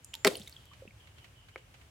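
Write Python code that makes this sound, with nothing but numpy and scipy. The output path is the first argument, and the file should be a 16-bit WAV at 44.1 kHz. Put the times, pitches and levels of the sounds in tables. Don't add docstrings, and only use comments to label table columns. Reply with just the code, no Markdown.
import sys
import numpy as np
from scipy import signal
from scipy.fft import rfft, irfft, next_fast_len
from scipy.io import wavfile

SR = 44100
rng = np.random.default_rng(int(sys.argv[2]) if len(sys.argv) > 2 else 0)


def pcm_store(signal):
    levels = np.round(np.clip(np.atleast_2d(signal), -1, 1) * 32767)
    wavfile.write(sys.argv[1], SR, levels.astype(np.int16).T)


N = 83790
T = np.arange(N) / SR
MS = 1e-3
TOP_HZ = 16000
SIDE_SIGN = np.array([[1], [-1]])
WIDE_DB, NARROW_DB = -0.5, -12.5


def undb(db):
    return 10 ** (np.asarray(db) / 20)


def unit(x):
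    return x / np.sqrt(np.mean(x ** 2) + 1e-20)


def pan(x, db):
    return x * undb(SIDE_SIGN * db / 2)


def envelope(start, rise, hold, decay):
    age = T - start
    attack = np.clip(age / max(rise, 1 / SR), 0, 1)
    return attack * np.exp(-np.maximum(age - rise - hold, 0) / max(decay, 1 / SR))


def colour(x, points, tilt_db=0):
    size = 2 * next_fast_len(N)
    octave = np.log2(np.maximum(np.fft.rfftfreq(size, 1 / SR), 1))
    hz, db = np.array(points).T
    gain = unit(undb(np.interp(octave, np.log2(hz), db) + tilt_db * octave))
    cepstrum = irfft(np.log(gain))
    cepstrum[1:size // 2] *= 2
    cepstrum[size // 2 + 1:] = 0
    return irfft(rfft(x, size) * np.exp(rfft(cepstrum)))[..., :N]


def resonate(x, hz, q):
    return signal.lfilter(*signal.iirpeak(hz, q, fs=SR), x)


def phase(hz):
    return 2 * np.pi * np.cumsum(hz) / SR


def ring(start, hz, rise, decay, glide=0):
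    age = np.clip(T - start, 0, rise + 2 * decay)
    return envelope(start, rise, 0, decay) * np.sin(phase(hz * 2 ** (glide * age) * (T >= start)))


def blurred_tone(hz, width_hz):
    lowpass = signal.butter(2, width_hz / 2, fs=SR, output="sos")
    smear = signal.sosfilt(lowpass, rng.standard_normal((2, 2, N)))
    return unit(np.real((smear[0] + 1j * smear[1]) * np.exp(1j * phase(hz))))


def spread_noise(side_db):
    mid, side = rng.choice([-1, 1], (2, N))
    return mid + undb(side_db) * side * SIDE_SIGN


def outdoor_air():
    # (frequency [Hz], relative density [dB])
    spectrum = [(24, -33), (40, -2.5), (115, 1), (189, -16), (1150, -24), (3060, -24.5), (4030, -31),
                (8130, -33.5), (16000, -42.5)]
    mid, side = rng.standard_normal((2, N))
    side = signal.sosfilt(signal.butter(1, 700, "high", fs=SR, output="sos"), side)
    swell = np.interp(T, np.linspace(0, T[-1], 20), rng.standard_normal(20))
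    return undb(-58 - 1.6 * swell) * unit(colour(mid + side * SIDE_SIGN, spectrum))


def bird():
    # (time [s], length [s])
    whistles = [(0.56, 0.084), (0.659, .12), (0.995, 0.11), (1.16, 0.12), (1.353, 0.13), (1.52, .12)]
    pitch_hz, fall_hz, sag_hz_per_s = 3370, 280, 190
    out = 0
    for start, length in whistles:
        hz = pitch_hz - sag_hz_per_s * start - fall_hz * np.clip((T - start) / length, 0, 1)
        out += envelope(start, 0.0083, length / 2, length / 2) * blurred_tone(hz, width_hz=270)
    return undb(-65) * out


def insect():
    shape = envelope(start=0.026, rise=0.024, hold=0.194, decay=0.02)
    return undb(-64.5) * shape * blurred_tone(np.full(N, 7150), width_hz=380)


def reflections(delay, decay):
    shape = envelope(delay, 0, 0, decay)
    mid, side = rng.standard_normal((2, N)) * shape / np.sqrt(np.sum(shape ** 2))
    return mid + undb(WIDE_DB) * side * SIDE_SIGN


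def banks(x):
    # (frequency [Hz], relative level [dB])
    far_spectrum = [(150, -7.5), (550, 5), (1200, -0.5), (16000, 2)]
    near_spectrum = [(500, -16.5), (2000, -4), (16000, -5.5)]
    near = undb(-12) * colour(reflections(delay=0.00082, decay=0.0053), near_spectrum)
    far = undb(-18.5) * colour(reflections(delay=0.01, decay=0.043), far_spectrum)
    return signal.fftconvolve(x, near + far, axes=1)[:, :N]


def rustles():
    # (time [s], level [dB])
    brushes = [(0.733, -55), (1.072, -57), (1.182, -57.5), (1.243, -53.5), (1.485, -55.5), (1.577, -55.5),
               (1.741, -54.5), (1.812, -59.5)]
    # (frequency [Hz], relative density [dB])
    spectrum = [(300, -4.5), (900, -4), (2600, 3), (5000, -10.5), (16000, -28)]
    shape = sum(undb(db) * envelope(start, 0.00058, 0, decay=0.01) for start, db in brushes)
    return pan(colour(shape * spread_noise(WIDE_DB), spectrum), db=-3)


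def knock():
    # (frequency [Hz], relative level [dB])
    body = [(180, -29), (360, 4.5), (540, 6), (1050, -4), (2350, 0.5), (2900, -17), (4700, -25),
            (10000, -42)]
    start = 1.5594
    force = undb(-27.5) * envelope(start, 0, 0, decay=0.0045) * spread_noise(NARROW_DB)
    force[:, int(start * SR)] += 1
    return undb(-14.5) * colour(force, body) + undb(-46) * ring(start, hz=536, rise=0, decay=0.011)


def drips():
    # (time [s], level [dB], decay [ms])
    drops = [(0.1401, -27.5, 0.23), (0.1525, -30, 0.41), (0.3333, -44, .7), (0.3545, -35.5, 0.89),
             (0.3978, -41, .6), (0.4746, -35, 0.14), (0.4786, -39, 0.67), (0.4957, -40.5, 0.67),
             (0.6555, -49, .7)]
    # (frequency [Hz], relative density [dB])
    spectrum = [(400, -14), (3000, -1.5), (16000, -3.5)]
    # (time [s], frequency [Hz], level [dB], decay [ms], glide [octaves/s])
    bubbles = [(0.136, 2775, -33.5, 1.6, 41), (0.1400, 3100, -23.5, 0.61, 46),
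               (0.1400, 940, -52, 18.4, -3.5), (0.152, 3610, -34, 0.87, 25), (0.353, 2900, -31.5, 1.63, 32),
               (0.3549, 4320, -31, 0.78, 74), (0.3694, 9660, -30, 0.82, 22), (0.3980, 204, -42, 11.4, 0),
               (0.416, 3200, -39.5, 2.14, 101), (0.4745, 3670, -36, 1.7, 3), (0.4745, 2150, -48.5, 3.3, 6),
               (0.5260, 4520, -39.5, 0.9, 8), (0.5648, 3260, -40.5, 2.2, 8), (0.7130, 1063, -51.5, 8.2, 15),
               (0.8201, 511.4, -42, 7.9, 6), (0.853, 395, -42.5, 2.55, 0), (0.8740, 206, -46.5, 7.5, 3),
               (0.8771, 2560, -42, 1.6, 27), (0.908, 2330, -48, 1.8, -10)]
    shape = sum(undb(db) * envelope(start, 0, 0, decay * MS) for start, db, decay in drops)
    ticks = colour(shape * spread_noise(NARROW_DB), spectrum)
    plinks = sum(undb(db) * ring(start, hz, 0.42 * decay * MS, decay * MS, glide)
                 for start, hz, db, decay, glide in bubbles)
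    return pan(ticks + plinks + squeak(), db=-1.5)


def squeak():
    centre_s, width_s, hz, octaves_per_s = 0.0467, 0.00069, 8240, 600
    age = np.clip(T - centre_s, -10 * width_s, 10 * width_s)
    shape = np.exp(-0.5 * (age / width_s) ** 2)
    return undb(-37) * shape * np.sin(phase(hz * 2 ** (octaves_per_s * age)))


def bubble_stream(per_s, hz, spread, cycles):
    scatter_db, pan_db = 5, 4
    out, age = np.zeros((2, 2 * N)), T[:4096]
    draws = rng.standard_normal((8000, 3))
    times = np.cumsum(rng.exponential(1 / per_s, len(draws)))
    for start, (pitch, strength, side) in zip(times[times < T[-1]], draws):
        turns = min(hz * 2 ** (spread * pitch), TOP_HZ) * age
        turns = turns[turns < 2 * np.pi * cycles]
        shape = np.exp(-turns / cycles) * (1 - np.exp(-2 * turns))
        tone = np.sin(2 * np.pi * turns * (1 + 0.028 * turns / cycles))
        bubble = undb(scatter_db * min(strength, 2)) * shape * tone
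        at = int(start * SR)
        out[:, at:at + len(bubble)] += pan(bubble, pan_db * np.tanh(side))
    return unit(out[:, :N])


def wash():
    # (time [s], level [dB], decay [s], frequency [Hz], spread [octaves],
    # rate [1/s], bubble decay [cycles])
    streams = [(.272, -34, 0.045, 425, 0.444, 900, 2.07), (.26, -52, .16, 3510, 0.24, 1200, 3.2),
               (0.273, -52, .13, 8500, .45, 3600, 2.3)]
    return sum(undb(db) * bubble_stream(per_s, hz, spread, cycles) * envelope(start, 0, 0, decay)
               for start, db, decay, hz, spread, per_s, cycles in streams)


def air_pocket():
    # (time [s], frequency [Hz], level [dB], hold [s])
    modes = [(0.260, 185, -34, 0.018), (0.250, 268, -32, 0.022), (0.2497, 414, -21, .021),
             (0.270, 520, -28.5, 0.011), (0.2495, 640, -22, 0.0024), (0.2495, 840, -30, 0.01)]
    rise_s, decay_s, sag_octaves_per_s = 0.005, 0.0071, 1.5
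    gulp = 0
    for start, hz, db, hold in modes:
        sagging_hz = hz * 2 ** (-sag_octaves_per_s * (T - start)) * (T >= start)
        gulp += undb(db) * envelope(start, rise_s, hold, decay_s) * np.sin(phase(sagging_hz))
    return pan(gulp, db=2)


def slaps():
    # (time [s], level [dB], hold [ms], decay [ms], tilt [dB/octave])
    impacts = [(0.2467, -15.5, 2.1, 0.85, 0.5), (0.2519, -30, 3.2, 14.6, -0.4), (0.2681, -23.5, 1.3, 1, 2),
               (0.2700, -20.5, 2.6, 4.0, -2), (0.2743, -19.5, 1.47, 0.75, 2.2)]
    # (frequency [Hz], relative density [dB])
    spectrum = [(120, -23), (400, 2), (900, -8.5), (1400, 0.5), (2200, -2.5), (3600, -8), (5200, -9.5),
                (6400, -14), (7800, -11), (11000, -15.5), (16000, -23.5)]
    # (frequency [Hz], gain relative to the plain slap [dB])
    wall_modes = [(1270, -7), (1620, -3.5), (2000, -5), (2240, -4.5), (2800, -3), (4230, -2.5), (4550, 1.5),
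                  (5450, 4)]
    loaded_from_s, loaded_pitch_ratio = 0.262, 0.83
    out = 0
    for start, db, hold_ms, decay_ms, tilt_db in impacts:
        shape = envelope(start, 0.0006, hold_ms * MS, decay_ms * MS)
        crack = colour(shape * spread_noise(NARROW_DB), spectrum, tilt_db)
        pitch = loaded_pitch_ratio if start > loaded_from_s else 1
        wall = sum(undb(gain_db) * resonate(crack, hz * pitch, q=18) for hz, gain_db in wall_modes)
        out += undb(db) * unit(crack + wall) * np.sqrt(np.mean(shape ** 2))
    return pan(out, db=-0.5)


def scene():
    direct = slaps() + air_pocket() + wash() + drips() + knock() + rustles()
    return direct + banks(direct) + outdoor_air() + bird() + insect()


def record(dry):
    thin = signal.sosfilt(signal.butter(3, 49.5, "high", fs=SR, output="sos"), dry)
    return signal.sosfilt(signal.ellip(8, 0.2, 70, TOP_HZ, fs=SR, output="sos"), thin)


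dry = scene()
out = record(dry)
pcm_store(out)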